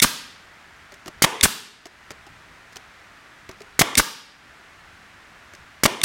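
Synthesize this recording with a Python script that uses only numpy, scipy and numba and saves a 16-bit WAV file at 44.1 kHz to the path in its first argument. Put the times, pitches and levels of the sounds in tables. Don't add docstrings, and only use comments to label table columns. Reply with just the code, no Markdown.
import sys
import numpy as np
from scipy import signal
from scipy.fft import rfft, irfft
from scipy.io import wavfile
from numba import njit

SR = 44100
rng = np.random.default_rng(int(sys.argv[2]) if len(sys.argv) > 2 else 0)


def put_to_file(sound):
    columns = np.atleast_2d(sound).T
    safe = np.clip(columns, -1, 1)
    whole_steps = np.round(safe * 32767)
    wavfile.write(sys.argv[1], SR, whole_steps.astype(np.int16))


N = 266672
T = np.arange(N) / SR


def undb(db):
    return 10 ** (np.asarray(db) / 20)


def lookup(points, hz):
    f, value = np.transpose(points)
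    return np.interp(np.log(np.maximum(hz, 1)), np.log(f), value)


def convolve(x, response):
    return signal.oaconvolve(x, response)[:N]


def colour(x, points, size=4096):
    hz = np.arange(size // 2 + 1) * SR / size
    cepstrum = irfft(np.log(undb(lookup(points, hz))))
    cepstrum[1:size // 2] *= 2
    cepstrum[size // 2 + 1:] = 0
    response = irfft(np.exp(rfft(cepstrum)))
    return convolve(x, response / np.linalg.norm(response))


def noise():
    return rng.standard_normal(N)


def fade(t, t60):
    return np.exp(-np.log(1000) * t / t60)


def burst(start, rise, t60, hold=0):
    out = np.zeros(N)
    span = slice(max(int(start * SR), 0), int((start + rise + hold + 2 * t60) * SR))
    age = T[span] - start
    out[span] = np.clip(age / rise, 0, 1) * fade(np.maximum(age - rise - hold, 0), t60)
    return out


def strikes(rows):
    out = np.zeros(N)
    for s, db in rows:
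        out[int(np.clip(s * SR, 0, N - 1))] += undb(db)
    return out


def shove(s, db, width_s):
    x = (T - s) / width_s
    return -undb(db) * x * np.exp(-.5 * x ** 2)


def ring(x, modes, detune=.029):
    t = T[:SR // 2]
    shifts = 1 + detune * rng.standard_normal(len(modes))
    partials = (undb(db) * fade(t, t60) * np.sin(2 * np.pi * hz * shift * t)
                for (hz, db, t60), shift in zip(modes, shifts))
    return convolve(x, sum(partials))


# frequency in Hz, relative level in dB.
ROOM_TONE_EQ = [(12, -30.5), (20, -10), (60, -2), (107, -4.5), (134, -5), (216, -7.5), (513, -12),
                (642, -8), (1000, -7.5), (1330, -3.5), (1910, -4), (3070, -13), (7950, -25), (14700, -37.5),
                (16000, -37)]


def room_tone():
    rush = colour(noise(), ROOM_TONE_EQ)
    rumble = signal.sosfilt(signal.butter(2, 200, fs=SR, output="sos"), rush)
    waver = np.interp(T, np.linspace(0, T[-1], 40), rng.standard_normal(40))
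    return undb(-48.5) * (rush + .25 * waver * rumble)


# start in seconds, level in dB.
BENCH_BUMPS = [(1.12, -50), (2.28, -53.5), (2.48, -54), (4.90, -52.5), (5.57, -52.5)]


def bench():
    push = sum(undb(db) * burst(s, rise=.022, t60=.5) for s, db in BENCH_BUMPS)
    return colour(push * noise(), [(20, -4), (60, -1.5), (140, -7.5), (300, -20), (1000, -51)])


# frequency in Hz, time to fall 60 dB in seconds.
REVERB_DECAY = [(60, 0.15), (250, 0.62), (1000, 0.52), (3000, 0.63), (6000, 0.51), (10000, 0.41),
                (16000, .29)]
# frequency in Hz, relative level in dB.
IMPACT_REVERB_EQ = [(40, -24.5), (120, -3), (250, 1), (420, 8), (650, -1), (950, 10), (1600, -1.5),
                    (2300, 0.5), (3200, 2), (4500, -2), (10000, -3), (16000, -7)]
EXHAUST_REVERB_EQ = [(40, -4), (150, -2.5), (300, -6), (500, -4.5), (1200, 7.5), (2200, -2), (3500, 2.5),
                     (5500, 0), (9000, -4.5), (16000, 3)]


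def reverb(x, eq, build_s):
    t = T[:SR * 3 // 4]
    spectrum = rfft(rng.standard_normal(len(t)))
    hz = np.arange(len(spectrum)) * SR / len(t)
    spectrum *= undb(lookup(eq, hz))
    tail = 0
    for k, (_, t60) in enumerate(REVERB_DECAY):
        band = lookup([(f, j == k) for j, (f, _) in enumerate(REVERB_DECAY)], hz)
        tail += irfft(spectrum * band, len(t)) * fade(t, t60)
    return convolve(x, tail * np.minimum(t / build_s, 1) / np.sqrt(SR))


# frequency in Hz, relative level in dB.
KNOCK_EQ = [(60, -16.5), (150, -11.5), (380, 1), (700, -3), (1200, -4), (3000, -20), (16000, -50.5)]
TICK_EQ = [(100, -10), (600, -8), (2000, 1), (3500, -4), (6000, -2.5), (10000, -14), (16000, -21.5)]
# pitch in Hz, level in dB, ring time in seconds.
BOARD_MODES = [(332.6, -32.5, 0.019), (400, -23, 0.048), (680, -25.5, 0.051), (1880, -33.5, .012)]
# start in seconds, relative tick and knock levels in dB,
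# time to settle in seconds, relative level of the settling tick in dB.
NOSE_TAPS = [(.92, -42.5, -43.5, 0.02, -42), (1.059, -39.5, -38, 0.011, -41.5),
             (1.0787, -32.5, -33, 0.0026, -50), (1.855, -33.5, -38.5, 0.0116, -38.5),
             (2.105, -33, -35.5, 0.0106, -41), (2.266, -47, -44, .006, -57), (2.724, -49, -54, 0.0055, -50),
             (2.758, -37, -42, 0.0088, -33.5), (3.4906, -37.5, -35, .021, -43),
             (3.604, -45.5, -40, 0.013, -41.5), (5.535, -43.5, -43, 0.014, -43.5)]


def nose_taps():
    knocks, ticks, boards = 0, 0, 0
    for s, tick_db, knock_db, settle_s, settle_db in NOSE_TAPS:
        knock = undb(knock_db) * burst(s, rise=.0032, t60=.045) * noise()
        knocks += knock
        boards += ring(knock, BOARD_MODES, detune=.08)
        for at, db in ((s, tick_db), (s + settle_s, settle_db)):
            ticks += undb(db) * burst(at, rise=.00081, t60=.024, hold=.0014)
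    wood = undb(-2.5) * colour(knocks, KNOCK_EQ) + undb(2) * boards
    return wood + undb(.5) * colour(ticks * noise(), TICK_EQ)


# pitch in Hz, relative level in dB, ring time in seconds.
STEEL_MODES = [(1170, -51, .3), (3010, -49.5, .5), (3540, -56.5, .6), (4140, -54.5, .55), (4900, -50.5, .6),
               (5870, -57.5, .5)]


def steel_ring(air):
    return undb(-10) * ring(air, STEEL_MODES, detune=.002)


# pitch in Hz, level in dB, ring time in seconds.
TRIGGER_MODES = [(2180, -8.5, 0.013), (2770, -18, .012), (3606, -4, .011)]
# frequency in Hz, relative level in dB.
SNAP_EQ = [(200, -18), (1400, -15.5), (2200, -1), (4600, -4), (5500, 0.5), (7600, -3.5), (9500, -4),
           (11500, -18), (16000, -22.5)]
# start in seconds,
# click level in dB, air level in dB, whistle pitch in Hz, piston level in dB.
RELEASE_CUES = [(0.0, 1, -2.5, 4900, 1), (1.4104, 3, 1.5, 8000, 6.5), (3.9532, 2.5, -2.5, 5600, 7.5),
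                (6.015, -3, 4, 7500, 2)]


def trigger():
    out = 0
    for s, db, *_ in RELEASE_CUES:
        snap = undb(db - 12) * burst(s, rise=.00076, t60=.007) * noise()
        seating = np.clip((T - s) / .0009, 0, 1)
        ping = ring(strikes([(s, db)]), TRIGGER_MODES, detune=.005)
        out += seating * ping + colour(snap, SNAP_EQ)
    return out


# frequency in Hz, relative level in dB.
EXHAUST_EQ = [(24, -35.5), (40, -0.5), (231, 1), (918, -16.5), (1630, -3.5), (2770, -4.5), (3300, -4),
              (4930, -3.5), (7930, -4.5), (8770, -1), (13100, -10), (14100, -8.5), (16000, -15.5)]
EXHAUST_LAG_S, WHISTLE_OVER_HISS_DB = .016, -9


def exhaust():
    hiss, out = colour(noise(), EXHAUST_EQ), 0
    for s, _, air_db, whistle_hz, _ in RELEASE_CUES:
        whistle = signal.lfilter(*signal.iirpeak(whistle_hz, Q=5, fs=SR), noise())
        jet = hiss + undb(WHISTLE_OVER_HISS_DB) * whistle / whistle.std()
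        opening = burst(s + EXHAUST_LAG_S, rise=.0105, t60=.13, hold=.008)
        out += undb(air_db) * opening ** 2 * jet
    return out


# pitch in Hz, level in dB, ring time in seconds.
PISTON_MODES = [(728, -23.5, 0.0098), (1150, -12.5, 0.021), (1476, 4.5, 0.0074), (1780, -17, .012)]
HOUSING_MODES = [(75.1, -23.5, .07), (130, -14, .04), (210, -14, 0.021), (310, -10, .018)]
# delay in seconds, knock trim in dB, thump trim in dB.
PISTON_HITS = [(0, 0.5, -11.5), (.0033, -5.5, -5)]
PISTON_LAG_S, JOLT_TRIM_DB = .0438, -13.5


def piston():
    landings = [(s + PISTON_LAG_S, db) for s, *_, db in RELEASE_CUES]
    hits = [(s + after, db + knock_db, db + thump_db)
            for s, db in landings for after, knock_db, thump_db in PISTON_HITS]
    knocks = sum(ring(strikes([(s, db)]), PISTON_MODES, detune=.014) for s, db, _ in hits)
    thumps = ring(strikes([(s, db) for s, _, db in hits]), HOUSING_MODES, detune=.03)
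    jolts = sum(shove(s + .004, db + JOLT_TRIM_DB, width_s=.0009) for s, db in landings)
    rattle = sum(undb(db) * burst(s, rise=.00034, t60=.024) for s, db, _ in hits)
    return knocks + thumps - jolts + undb(-7) * colour(rattle * noise(), CRACK_EQ)


# pitch in Hz, level in dB, ring time in seconds.
POP_MODES = [(223, -12, .016), (644, -20, 0.0051), (1500, -0.5, 0.0046)]
CYLINDER_MODES = [(2185, -20, 0.0693), (2980, -24.5, .07), (3680, -26.5, 0.042), (5630, -19.5, .035),
                  (8700, -18.5, 0.032)]
# frequency in Hz, relative level in dB.
INRUSH_EQ = [(59, -38.5), (100, -3), (801, -18.5), (1480, -7), (2170, 4.5), (2470, -9.5), (2930, -1),
             (4110, -5), (4380, -1.5), (6150, 0.5), (7290, -2), (14700, -8.5), (16000, -8)]
# start in seconds, air level in dB, thud level in dB, crack level in dB.
SHOT_CUES = [(1.2210, -8.5, -16, 0), (3.7920, -9, -11.5, -1.5), (5.8348, -11.5, -8.5, 0)]
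POP_DB, FRONT_DB = -2.5, -4.5


def valve():
    pops = strikes([(s, POP_DB) for s, *_ in SHOT_CUES])
    front = sum(shove(s + .00086, FRONT_DB, width_s=.00046) for s, *_ in SHOT_CUES)
    flow = sum(undb(air_db) * burst(s, rise=.0005, t60=.072, hold=.0035) for s, air_db, *_ in SHOT_CUES)
    inrush = colour(flow * noise(), INRUSH_EQ)
    return front - ring(pops, POP_MODES) + ring(pops, CYLINDER_MODES) + inrush


# pitch in Hz, level in dB, ring time in seconds.
BOX_MODES = [(94, -22, .09), (157.1, -19, 0.025), (196, -18.5, 0.02), (290, -4, 0.026), (480, -20, 0.024),
             (658, -6, 0.11), (1050, -17, .035), (1132, -2, .035), (1740, -7, .025), (2032, -5, .025)]
# frequency in Hz, relative level in dB.
CRACK_EQ = [(60, -3), (200, 0.5), (430, -5), (640, 0.5), (900, -1), (1400, -3), (2090, 1), (2600, -6.5),
            (3100, -3), (4200, -8), (7000, -11), (9400, -13), (16000, -22)]
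# time after contact in seconds,
# thud trim in dB, crack trim in dB, crack decay in seconds.
DRIVER_BLOWS = [(0, 2, -8, .03), (.005, -6.5, 1, .016), (.0085, -11.5, -17, .02)]
STROKE_S = .019


def driver():
    thuds, tearing = 0, 0
    for fired, _, shot_thud_db, shot_crack_db in SHOT_CUES:
        for after, thud_db, crack_db, t60 in DRIVER_BLOWS:
            s, force_db = fired + STROKE_S + after, shot_thud_db + thud_db
            box = ring(strikes([(s + .001, force_db)]), BOX_MODES, detune=.04)
            thuds += shove(s + .0014, force_db + 1.5, width_s=.00099) - box
            split = burst(s, rise=.0006, t60=t60, hold=.0013)
            shudder = undb(-25.5) * burst(s, rise=.003, t60=.046)
            tearing += undb(shot_crack_db + crack_db) * (split + shudder)
    crack = colour(tearing * noise(), CRACK_EQ)
    return thuds + signal.sosfilt(signal.butter(2, 70, "high", fs=SR, output="sos"), crack)


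def scene():
    clatter, air = trigger() + piston() + nose_taps(), exhaust()
    pop_tail = sum(reverb(valve(), IMPACT_REVERB_EQ, build_s=.03) for _ in range(3))
    slam_tail = sum(reverb(driver(), IMPACT_REVERB_EQ, build_s=.02) for _ in range(4))
    air_tail = sum(reverb(exhaust(), EXHAUST_REVERB_EQ, build_s=.027) for _ in range(3))
    clatter_tail = reverb(clatter, IMPACT_REVERB_EQ, build_s=.02)
    walls = (undb(.3) * pop_tail + undb(-3.5) * slam_tail
             + undb(1.5) * air_tail + undb(-5.5) * clatter_tail)
    tool = steel_ring(air) + valve() + driver() + air + clatter
    return (tool + walls + bench() + room_tone())[None]


@njit
def follow(x, attack, release):
    out, level = np.empty(len(x)), 0.
    for i in range(len(x)):
        level += (x[i] - level) * (attack if x[i] > level else release)
        out[i] = level
    return out


def limiter(x, ceiling_db, attack_s, release_s):
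    level = follow(np.abs(x), 1 / (attack_s * SR), 1 / (release_s * SR))
    return x / np.maximum(level / undb(ceiling_db), 1)


def record(dry):
    lean = signal.sosfilt(signal.butter(1, 22, "high", fs=SR, output="sos"), dry[0])
    held = limiter(lean, ceiling_db=-4, attack_s=.00073, release_s=.4)
    rounded = .76 * np.tanh(held / .76)
    top_cut = signal.ellip(10, .2, 90, 15950, fs=SR, output="sos")
    return signal.sosfilt(top_cut, rounded)[None]


dry = scene()
out = record(dry)
put_to_file(out)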